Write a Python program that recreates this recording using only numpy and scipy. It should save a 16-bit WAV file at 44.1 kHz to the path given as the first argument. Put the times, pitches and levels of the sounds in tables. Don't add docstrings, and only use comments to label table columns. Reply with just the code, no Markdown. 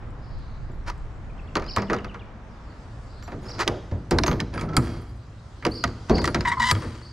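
import sys
import numpy as np
from scipy import signal
from scipy.fft import rfft, irfft, next_fast_len
from scipy.io import wavfile
from scipy.ndimage import uniform_filter1d, map_coordinates

SR = 44100
rng = np.random.default_rng(int(sys.argv[2]) if len(sys.argv) > 2 else 0)


def rack_gain(trim_db):
    fader = np.asarray(trim_db, float)
    return 10 ** (fader / 20)


def dump(signal):
    limited = np.clip(np.atleast_2d(signal).T, -1, 1)
    pcm = np.round(limited * 32767).astype(np.int16)
    wavfile.write(sys.argv[1], SR, pcm)


N = 313992

PART_T60 = [0.06, 0.31, 0.19, 0.12, 0.069]


def unit(x):
    return x / np.sqrt(np.mean(x ** 2) + 1e-20)


def along(points, hz):
    f, v = np.transpose(points)
    return np.interp(np.log(hz + 1), np.log(f + 1), v)


def curves(rows):
    s, *cols = np.transpose(rows)
    return [np.interp(np.arange(N) / SR, s, c) for c in cols]


def wobble(rate):
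    knots = rng.standard_normal(int(N * rate / SR) + 4)
    return map_coordinates(knots, [np.arange(N) * rate / SR])


def filtered(x, response):
    m = next_fast_len(N + SR // 2)
    return irfft(rfft(x, m) * response(np.fft.rfftfreq(m, 1 / SR)), m)[..., :N]


def resonate(x, modes):
    def gain(f):
        total = 0
        for k, (centre, width, db) in enumerate(modes):
            ring = 1j * f * width / (centre * centre - f * f + 1j * f * width)
            total = total + (-1) ** k * rack_gain(db) * ring
        return total * (1 + 1j * f / (1.41 * modes[-1][0])) ** -2

    def even_gain(f):
        g = gain(f)
        return g / np.sqrt(np.mean(np.abs(g) ** 2))

    return filtered(x, even_gain)


def rush(spectrum, alike, patchy_db):
    z = signal.stft(rng.standard_normal((2, N)), nperseg=512)[2]
    field = uniform_filter1d(rng.standard_normal(z.shape[1:]), 6, 0)
    field = uniform_filter1d(field, 14, 1)
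    pair = signal.istft(z * rack_gain(patchy_db * unit(field)), nperseg=512)[1][:, :N]

    def response(hz):
        turn = np.arccos(np.clip(along(alike, hz), -1, 1)) / 2
        return rack_gain(along(spectrum, hz)) * [np.cos(turn), np.sin(turn)]

    mid, side = filtered(pair, response)
    return unit(np.array([mid + side, mid - side]))


def knock(force):
    # weight on the door/dB, handle clank/dB
    tool = [(0.021, -66.5, 22, 22), (0.688, -66.5, 25, 5), (1.5539, -20.5, 1, 2.5), (1.5677, -25, -1.5, 6),
            (1.597, -37, 0, 6), (1.621, -41, 3, 12), (1.641, -42, -2, 0), (1.664, -44, 3, 8),
            (1.7627, -24, 2.5, 8.5), (1.7715, -39, 4, 12), (1.782, -34, 5.5, 12.5), (1.9045, -38, 12.5, 8),
            (1.944, -36, 4, 5), (1.964, -42, -4, 14), (1.9853, -45.5, -4, 17), (2.0048, -53, -3, 10),
            (1.8197, -35, 5.5, 7), (1.8982, -34.5, 12, 16.5), (1.9315, -27, 3.5, 5), (2.0443, -37, 1, 9),
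            (2.1432, -47, 6.5, 16)]
    first_latch = [(3.2248, -43, -9, 5.5), (3.2765, -45.5, 9, 12.5), (3.3189, -46.5, 17.5, 10.5),
                   (3.55, -46, 7, 3), (3.677, -12.5, -9, -3), (3.913, -47.5, 20.5, 6.5),
                   (4.1097, -22, 10, 1), (4.1853, -13.5, -13, 1), (4.2352, -17.5, -9, 1),
                   (4.2623, -25.5, 4, 4.5), (4.2791, -20, 0.5, 1.5), (4.3132, -29.5, 5.5, 6.5),
                   (4.3284, -35.5, 8, -7), (4.402, -18.5, -4.5, -4.5), (4.529, -50, 15, 10),
                   (4.5382, -36, 9.5, 4), (4.559, -43, -6, 3), (4.632, -46, 19, 9), (4.733, -43.5, 17.5, 7),
                   (4.5765, -37.5, -14, 16), (4.5945, -40, -6, 11), (4.6112, -32.5, 6, 2),
                   (4.689, -45, 15, 8), (4.7665, -16.5, -2, 2.5)]
    second_latch = [(5.6238, -49, 8, 18), (5.6505, -19, -1, 1), (5.6655, -25, -2.5, 3),
                    (5.8385, -13.5, -6.5, 0), (5.875, -38, 5, 3), (6.0955, -25.5, 15, -1.5),
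                    (6.1552, -33, -4, -20), (6.166, -36, 12, 0), (6.1814, -26.5, -3, 3.5),
                    (6.2163, -30, 0.5, -2), (6.2427, -23.5, -5, 3.5), (6.2543, -20.5, 0.5, -16),
                    (6.2756, -21, -5.5, 5), (6.345, -17.5, 1.5, 2.5), (6.4068, -27.5, 0, 0.5),
                    (6.7111, -8.5, -10, -1.5), (6.7498, -34, 5, 8), (6.8203, -39.5, 9.5, 8)]
    # t/s, level/dB
    pings = [(.105, -63), (.39, -65), (.715, -68), (.98, -62), (1.762, -34), (4.1089, -32), (4.2655, -38),
             (4.61, -42), (4.7663, -19), (6.241, -33.5), (6.255, -33.5), (6.2756, -37), (6.713, -20.5)]
    # panel/dB and frame/dB over the weight, edges/dB over the crack, share of the ring time
    places = ((tool, (-4.5, 3.5, -25, 0.67)),
              (first_latch, (0.8, -1.3, -23, 0.95)),
              (second_latch, (0.6, 0.15, -21.5, 0.8558)))
    t = np.arange(SR // 3) / SR
    rise = 1 - np.exp(-t / np.array([[.0003], [.003], [.0015], [.0006], [.0003]]))
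    contact = np.array([[3.5], [.4], [.6], [2.5], [6]]) * rack_gain(-60 * t / 0.006)
    for blows, (panel_db, frame_db, edge_db, share) in places:
        for s, crack_db, weight_db, clank_db in blows:
            longer = rack_gain(0.5 * np.clip(weight_db + frame_db, -15, 10))
            t60 = share * np.array(PART_T60)[:, None] * longer
            shape = rise * (contact + rack_gain(-60 * t / t60)) * rack_gain([[-6], [-3], [-3], [-4], [-6]])
            parts_db = crack_db + np.array([0, weight_db + panel_db, weight_db + frame_db, clank_db, edge_db])
            force[:, round(s * SR):][:, :len(t)] += (rack_gain(parts_db)[:, None] * shape) ** 2
    for s, db in pings:
        shape = rise[-1] * (contact[-1] + rack_gain(-60 * t / PART_T60[-1]))
        force[-1, round(s * SR):][:len(t)] += (rack_gain(db - 7.0) * shape) ** 2


def rub(force):
    # start t/s, length/s, share that rises, scrape level/dB, heaviness/dB
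    rubs = [
        (0.851, 0.096, 0.3, -38, 0),
        (3.39, 0.59, 0.11, -54.5, 12.5),
        (3.579, 0.078, 0.36, -26.5, -2),
        (3.572, 0.06, 0.35, -37.5, 8),
        (3.659, 0.22, 0.059, -55, 28.5),
        (4.53, 0.2, 0.3, -50, 6),
        (4.636, 0.27, 0.47, -55.5, 13),
        (4.794, 0.42, 0.098, -48, 8.5),
        (6.73, 0.6, .15, -51.5, 2.5),
        (6.064, 0.055, 0.66, -45, -9),
    ]
    grit = np.pad(unit(rack_gain(2.2 * wobble(300) + .8 * wobble(70))), (0, SR))
    for s, length, share, scrape_db, heavy_db in rubs:
        u, at = np.linspace(0, 1, round(length * SR)), round(s * SR)
        slowness = np.interp(u, [0, np.clip(share, .02, .98), 1], [1, 0, 1]) ** 1.74
        stroke = rack_gain(-36 * slowness) * grit[at:][:len(u)]
        parts_db = scrape_db + np.array([0, heavy_db - 17.0, heavy_db, 7, -13])
        push = stroke ** np.array([[1.2], [1], [1], [1], [1.8]])
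        force[:, at:][:, :len(u)] += (rack_gain(parts_db)[:, None] * push) ** 2


def latches():
    # f/Hz, width/Hz, level/dB
    bar_modes = [(2490, 1400, 0), (3370, 620, 4.5), (4000, 760, 2.5), (4750, 590, 7.5), (5620, 1730, 1),
                 (7030, 970, -4.5)]
    panel_modes = [(58.3, 26.5, -4), (92.5, 17, -5), (129, 41, -4), (189, 68, -1.5), (279.5, 164, -4)]
    frame_modes = [(341, 70, -5.5), (435, 80, -2), (472.3, 39.5, -2.5), (596, 151, -2), (625, 660, -7)]
    handle_modes = [(959, 133, -2), (1195, 110, 3.5), (1365, 484, -1.5), (2057, 576, 0.5),
                    (2300, 666, -2.5)]
    edge_modes = [(7390, 500, 3.5), (9140, 1630, 2.5), (9890, 2070, 0.5), (12100, 290, -1.5),
                  (14500, 1300, -20)]
    parts = (bar_modes, panel_modes, frame_modes, handle_modes, edge_modes)
    force = np.zeros((5, N + SR))
    knock(force)
    rub(force)
    mid, side = np.sqrt(force[:, :N]) * rng.standard_normal((2, 5, N))
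    side = side * np.array([[.15], [.07], [.06], [.12], [.3]])
    return [resonate(np.array([m + d, m - d]), modes) for m, d, modes in zip(mid, side, parts)]


def squeal():
    # t/s, level/dB, octave level/dB, harshness/dB
    surges = [(6.4492, -20, 4, -7), (6.47, -16, -1.5, -3), (6.48, -28, 1, 8), (6.496, -27.5, 7, -20),
              (6.514, -19, 3, -5), (6.53, -23.5, -4, -23), (6.568, -22, -13, -30), (6.582, -31, -10, -10),
              (6.595, -15.5, -1, -0.5), (6.617, -17.5, 3.5, 3.5), (6.635, -19, 2.5, 3.5),
              (6.65, -20.5, -4, 5), (6.665, -20.5, 2, 8.5), (6.681, -18.5, -2, 5.5),
              (6.695, -21, 4.5, 10.5)]
    # f/Hz, width/Hz, level/dB
    rod_modes = [
        [(944, 116, 9), (1014, 270, 5.5)],
        [(1976, 240, 6), (2130, 73, -9)],
        [(2900, 450, 1), (3830, 600, -1), (4800, 570, 0), (5750, 700, -7), (6550, 490, -6), (7700, 200, -5.5),
         (8800, 450, -11.5), (12000, 660, -45)],
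    ]
    # t/s, slips per second/Hz
    slip_rate = [
        [(6.45, 1020), (6.47, 963), (6.494, 970), (6.504, 1010), (6.514, 950), (6.52, 990), (6.538, 1120),
         (6.545, 1110)],
        [(6.57, 1030), (6.596, 1020), (6.604, 975), (6.64, 950), (6.652, 1010), (6.662, 1018), (6.674, 1005),
         (6.71, 960)],
    ]
    force, t = np.zeros((3, N + SR)), np.arange(SR // 5) / SR
    for s, db, octave_db, harsh_db in surges:
        rise = 1 - np.exp(-t / np.array([[.005], [.005], [.009]]))
        swell = rise * rack_gain(db - 60 * t / 0.068)
        family_level = rack_gain([[0], [octave_db], [-4.5 + harsh_db]])
        force[:, round(s * SR):][:, :len(t)] += (swell * family_level) ** 2
    rate_hz = curves(np.concatenate(slip_rate))[0] * (1 + .025 * wobble(200))
    slips = np.diff(np.floor(np.cumsum(rate_hz) / SR), prepend=0)
    slips = unit(slips * rack_gain(2.4 * rng.standard_normal(N)))
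    slips = slips + np.array([[.85], [.95], [1.05]]) * rng.standard_normal(N)
    force[:, round(6.712 * SR):] = 0
    return sum(resonate(np.sqrt(push[:N]) * drive, modes)
               for push, drive, modes in zip(force, slips, rod_modes))


def ringing(modes, beat):
    out, longest = np.zeros(N + SR), np.arange(SR // 2) / SR
    flicker = wobble(130)
    for s, hz, db, t60 in modes:
        t = longest[:round(t60 * SR)]
        starts = rng.integers(N - SR, size=(2, 1))
        loose, shift = beat * flicker[starts + np.arange(len(t))]
        level = rack_gain(db - 60 * t / t60) * (1 - np.exp(-t / 0.0004)) * (1 + loose)
        out[round(s * SR):][:len(t)] += level * np.sin(2 * np.pi * hz * t + shift)
    return out[:N]


def ringing_steel():
    # t/s, f/Hz, level/dB, t60/s
    tinkles = [(.716, 7200, -62, .12), (.725, 11300, -69, .2), (.975, 7800, -64, .15),
               (3.43, 6740, -56, 0.71), (3.229, 12700, -62, .25), (1.557, 1190, -21, 0.14),
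               (3.692, 9930, -64, 0.21), (4.6, 9150, -51, .2), (3.229, 5760, -53, .26),
               (3.229, 7270, -50, 0.19), (3.229, 11310, -59, 0.28), (4.187, 4110, -10, 0.014),
               (4.192, 9900, -54, 0.49), (4.266, 11900, -44, 0.29), (4.397, 1804, -21, 0.054),
               (4.541, 9740, -51, 0.2), (4.769, 1290, -16, 0.084), (4.768, 3224, -13, 0.025),
               (4.769, 9300, -24, 0.032), (4.833, 4740, -50.5, 1.1), (4.851, 3260, -53, 0.99),
               (6.152, 523, -20, 0.3), (6.28, 1402, -20, 0.069), (6.286, 10000, -42, 0.11),
               (6.483, 8750, -39, 0.079), (6.711, 1237, -17.5, 0.14), (6.76, 4590, -52.5, 2.1),
               (6.8, 8800, -56.5, 0.86)]
    clinks = [(1.763, 4430, -16, 0.017), (1.772, 1220, -10, 0.02), (1.902, 1314, -19.5, .05),
              (1.932, 1296, -17.5, .06), (2.046, 2600, -33, .04), (2.046, 1275, -30, 0.094),
              (3.604, 4050, -26, 0.07), (3.6, 7260, -42, 0.092), (3.679, 9550, -35.5, 0.033),
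              (4.112, 1179, -26, .07), (4.112, 2196, -37, 0.037), (4.112, 5500, -30, 0.074),
              (4.187, 8700, -47, 0.046), (4.187, 1530, -41, 0.027), (4.237, 5560, -22, 0.032),
              (4.237, 3580, -20, 0.027), (4.24, 666, -19, 0.064), (4.279, 4580, -25, .03),
              (4.314, 4700, -35, .03), (4.328, 3300, -32, 0.027), (4.403, 5070, -19, 0.032),
              (4.545, 1630, -36, 0.18), (4.559, 5000, -50, .03), (4.579, 4750, -37, .05),
              (4.577, 2200, -42, .04), (4.594, 3300, -31, .025), (4.594, 4800, -43, 0.034),
              (4.611, 6670, -37, .03), (4.612, 2300, -30, 0.038), (4.69, 3280, -41, 0.049),
              (4.69, 5800, -49, 0.046), (4.768, 4680, -13, 0.026), (5.839, 1920, -20, 0.063),
              (5.839, 4300, -25.5, 0.024), (5.839, 5200, -26, .03), (6.181, 2120, -27, 0.055),
              (6.19, 967, -25, .08), (6.243, 1920, -18.5, 0.055), (6.346, 4130, -23, .03),
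              (6.408, 5010, -28, 0.027), (6.385, 6500, -49, 0.12), (6.39, 3830, -50, 0.14),
              (6.752, 3230, -31, .03), (5.667, 723, -24, 0.085), (5.84, 689, -18.5, 0.085),
              (3.28, 704, -32, 0.09), (6.713, 4560, -17, 0.035), (6.582, 4500, -38, 0.06),
              (6.575, 1260, -28, .1), (4.266, 6400, -23.5, 0.12), (4.768, 2140, -14, 0.023),
              (5.652, 561, -22.5, 0.095)]
    scrapes = [
        (4.579, 1283, -28, 0.2),
        (4.68, 1310, -38, .5),
        (4.728, 1330, -30, 0.35),
    ]
    return ringing(tinkles, beat=.6) + ringing(clinks, beat=.3) + ringing(scrapes, beat=.4)


def door_booms():
    # t/s, f/Hz, level/dB, t60/s
    booms = [(1.788, 199.2, -23.5, 0.82), (3.922, 88.5, -16.5, 0.16), (4.78, 130, -9.5, 0.18),
             (4.63, 160, -27, 0.97), (6.6, 225, -33, 0.7), (6.11, 150, -25, 0.46), (6.2, 210, -26.5, 0.65),
             (6.735, 320, -29, 0.6), (4.775, 245, -22, 0.31), (4.79, 340, -30.5, 0.7),
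             (5.667, 320, -15, 0.12), (1.775, 105, -21.5, 0.2), (6.725, 98, -14.5, 0.36),
             (6.096, 150, -15, 0.15), (5.664, 480, -19, .1)]
    return ringing(booms, beat=.3)


def padlock():
    # t/s, level/dB, rise/s, t60/s
    shivers = [
        (3.4, -60, 0.039, .5),
        (3.62, -70, 0.022, 0.3),
        (4.25, -50, .02, 0.31),
        (4.77, -53.5, .002, 0.95),
        (5.69, -53, 0.029, 0.46),
        (6.2, -53, 0.027, 0.38),
        (6.72, -62, .002, .9),
    ]
    # f/Hz, width/Hz, level/dB
    shackle = [(9300, 400, 5), (10300, 190, -3), (11900, 700, -1), (13300, 200, -11)]
    force, t = np.zeros(N + SR), np.arange(SR // 2) / SR
    for s, db, rise_s, t60 in shivers:
        swell = rack_gain(db - 60 * t / t60) * (1 - np.exp(-t / rise_s))
        force[round(s * SR):][:len(t)] += swell ** 2
    mid, side = rng.standard_normal((2, N)) * np.sqrt(force[:N]) * rack_gain(2.7 * wobble(60))
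    return resonate(np.array([mid + 1.0 * side, mid - 0.38 * side]), shackle)


def echoes(x, alike, openness):
    # f/Hz, t60/s
    walls = [(60, 0.91), (300, 0.95), (1500, 1), (5000, 0.94), (12000, 0.61)]
    out, turn = np.zeros((2, N)), (np.arange(N) // (SR // 40)) % 3
    for k in range(3):
        a, b = rng.standard_normal((2, SR))
        hz, t, z = signal.stft([a + alike * b, a - alike * b], SR, nperseg=256)
        fade = rack_gain(-60 * openness * t / along(walls, hz)[:, None])
        tail = signal.istft(z * fade, SR, nperseg=256)[1]
        tail = tail / np.linalg.norm(tail[0])
        part = x * uniform_filter1d((turn == k) * 1., size=200)
        late = np.pad(part, (300, 0))[None]
        out += signal.fftconvolve(late, tail, axes=1)[:, :N]
    return out


def chirps(calls, strokes, strokes_db):
    out = np.zeros(N + SR)
    for s, db, ratio, first_db in calls:
        for k, (after, length, *bend_hz) in enumerate(strokes):
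            u = np.arange(round(length * SR)) / (length * SR)
            hz = ratio * np.polyval(np.polyfit([0, .5, 1], bend_hz, 2), u)
            hz += 70 * np.sin(2 * np.pi * (200 * length * u + rng.random()))
            level = rack_gain(db + strokes_db[k] + first_db * (k == 0)) * np.sin(np.pi * u) ** 0.45
            out[round((s + after) * SR):][:len(u)] += level * np.sin(2 * np.pi * np.cumsum(hz) / SR)
    return out[:N] * unit(rack_gain(3.3 * wobble(190)))


def birds():
    # t/s, level/dB, pitch ratio, first stroke level/dB
    sparrow_calls = [
        (1.65, -32.5, 0.997, -4),
        (3.452, -37.5, 1.035, -1),
    ]
    mate_calls = [
        (5.712, -32.5, 0.98, 0.19),
        (6.111, -30.5, 0.96, -2),
        (7.018, -45, 0.96, -1),
    ]
    warbler_calls = [(1.298, -49, 0.86, -7), (1.388, -43, 0.95, 6), (1.482, -46, .99, 6),
                     (1.683, -38, 1.07, -20), (1.879, -40, 1.03, 4), (1.98, -36.5, 1.06, 5),
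                     (2.088, -42, 1.06, 5), (2.203, -42.5, 1, 13), (2.216, -44, 0.85, -20),
                     (2.103, -47, 0.94, -20), (1.696, -44, 0.86, -20)]
    far_calls = [
        (.19, -54, 1, .1),
        (.28, -52.5, 0.93, 0.091),
        (.36, -54, 0.84, .1),
        (.48, -60, 0.86, .1),
        (3.07, -51, .93, .1),
        (3.15, -53, 0.86, .1),
    ]
    # delay/s, length/s, start f/Hz, middle f/Hz, end f/Hz; then each stroke's level/dB
    sparrow_strokes = [
        (0, .028, 4750, 4950, 4950),
        (.028, .034, 4950, 5250, 5550),
        (.024, .034, 3950, 4600, 4800),
        (.056, .016, 5200, 4500, 3650),
        (.074, .026, 4500, 4700, 4500),
        (.074, .022, 5050, 5250, 5250),
    ]
    sparrow_db = [-5.5, -2.5, -4.5, 0, -8, -5.5]
    mate_strokes = [
        (0, .032, 4250, 4750, 4950),
        (.032, .03, 5100, 5350, 5500),
        (.03, .03, 4350, 4800, 4800),
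        (.058, .012, 4900, 4600, 4200),
        (.074, .04, 5350, 4850, 4150),
    ]
    mate_db = [-3.5, -7, 1, -1.5, -6]
    warbler_strokes = [
        (-.01, 0.0097, 3050, 3350, 3700),
        (0, 0.018, 2900, 2776, 2450),
        (.024, .01, 2700, 2800, 2650),
    ]
    warbler_db = [-11, 0, -11]
    sparrow = chirps(sparrow_calls, sparrow_strokes, sparrow_db) + chirps(mate_calls, mate_strokes, mate_db)
    warbler = chirps(warbler_calls, warbler_strokes, warbler_db)
    far = chirps(far_calls, sparrow_strokes, sparrow_db)
    to_walls = np.pad(rack_gain(-3) * sparrow + rack_gain(-10) * warbler, (SR // 80, 0))[:N]
    near = sparrow + rack_gain(-2.5) * warbler + echoes(to_walls, alike=.6, openness=2.1)
    return near + echoes(far, alike=0.34, openness=1.4) + rack_gain(-7.5) * far


def engine(level_db):
    # t/s, firings per second/Hz
    firing = [
        (0, 55),
        (.9, 78),
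        (1.6, 75),
        (2.2, 51.5),
        (3, 55),
        (7.12, 48),
    ]
    # f/Hz, level/dB
    exhaust = [(20, -40), (45, 7), (60, 7.5), (120, 7), (180, -8.5), (260, -33), (500, -47), (1500, -120)]
    turns = np.cumsum(curves(firing)[0] * (1 + 0.028 * wobble(3.3))) / SR
    puffs = np.diff(np.floor(turns), prepend=0) * rack_gain(3.6 * rng.standard_normal(N))
    clean = unit(filtered(puffs, lambda hz: rack_gain(along(exhaust, hz))))
    blur = rush(exhaust, [(60, 1.0)], patchy_db=0.0)
    return rack_gain(level_db - 2.0) * unit(.65 * clean * rack_gain(2.5 * wobble(4)) + blur)


def traffic(level_db):
    # f/Hz, level per Hz/dB
    hiss = [(88, -43), (150, -3.5), (234, -0.5), (371, -7.5), (1200, -10), (1910, -17), (7080, -46.5),
            (15000, -114)]
    # f/Hz, likeness from 0 to 1
    likeness = [(60, 0.97), (240, 0.98), (950, 0.74), (3770, 0.17), (15000, 0.68)]
    return rack_gain(level_db + 1.5) * rush(hiss, likeness, patchy_db=.6)


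def wind(level_db):
    # f/Hz, level per Hz/dB
    rumble = [(12, -21), (20, 10.5), (48, 9), (86, -12), (119, -1.5), (200, -17.5), (260, -57), (440, -120)]
    # t/s, left minus right/dB
    lean = [
        (0, -1.5),
        (2.5, 0.5),
        (3.2, -1.5),
    ]
    gusts = unit(rack_gain(0.32 * wobble(3.3)) * rush(rumble, [(30, 0.79)], patchy_db=-1.0))
    lean_db = np.array([[.5], [-.5]]) * curves(lean)[0]
    return rack_gain(level_db + 7.5 + lean_db) * gusts


def leaves(level_db):
    # f/Hz, level per Hz/dB
    rustle = [(1500, -31), (3000, -5.5), (5000, -6), (7500, -12.5), (10000, -22), (13000, -34)]
    return rack_gain(level_db + 9) * rush(rustle, [(5000, 0.55)], patchy_db=2.5)


def street():
    # t/s, wind/dB, engine/dB, traffic/dB, leaves/dB
    street_levels = [(0.0, -45.5, -37, -46.5, -75.5), (.8, -39.5, -37, -48, -74),
                     (1.5, -46.5, -38, -46, -73), (2.35, -51.5, -43, -46.5, -76),
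                     (2.7, -56, -36.5, -47, -70), (3.1, -51.5, -38.5, -47.5, -68.5),
                     (4.88, -67, -32.5, -51.5, -74.5), (5.29, -61, -39, -51.5, -70.5),
                     (6.62, -69, -32.5, -46.5, -60.5), (7.12, -77, -38.5, -54.5, -67.5)]
    wind_db, engine_db, traffic_db, leaves_db = curves(street_levels)
    return wind(wind_db) + engine(engine_db) + traffic(traffic_db) + leaves(leaves_db)


def to_ears(x):
    # t/s, left minus right/dB
    side_of = [
        (0.0, 1),
        (5.71, -0.5),
        (7.12, 4.5),
    ]
    # f/Hz, left minus right/dB
    tilt = [(60, 2), (180, -2), (550, -1), (1650, -1), (4970, -2), (15000, 3)]
    # f/Hz, phase by which left leads/rad
    ports = [(0, 1), (2930, -0.71), (5000, -0.58), (12000, -0.29), (13400, 0.0), (16000, 0.1)]
    sides = np.array([[.5], [-.5]])
    panned = x * rack_gain(sides * curves(side_of)[0])
    return filtered(panned, lambda hz: rack_gain(sides * along(tilt, hz)) * np.exp(1j * sides * along(ports, hz)))


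def scene():
    bar, panel, frame, handle, edge = latches()
    rod = squeal() + ringing_steel()
    panel = panel + door_booms()
    steel = bar + handle + edge
    near = panel + to_ears(steel + rod + frame)
    hollow = rack_gain(-20.5) * steel + rack_gain(-15.5) * frame + rack_gain(-9.5) * panel
    box = echoes(hollow[0] + rack_gain(-25) * rod, alike=0.018, openness=1.0)
    return near + box + padlock() + birds() + street()


def roll_off(x):
    return signal.sosfilt(signal.butter(12, 16480, fs=SR, output="sos"), x)


def record(dry):
    # f/Hz, level/dB
    mic = [(20, 0), (9000, -3), (12500, -7.5), (14500, -10), (16500, -32.5), (22000, -60)]
    mix = filtered(dry, lambda hz: rack_gain(along(mic, hz)))
    return roll_off(mix)


dry = scene()
out = record(dry)
dump(out)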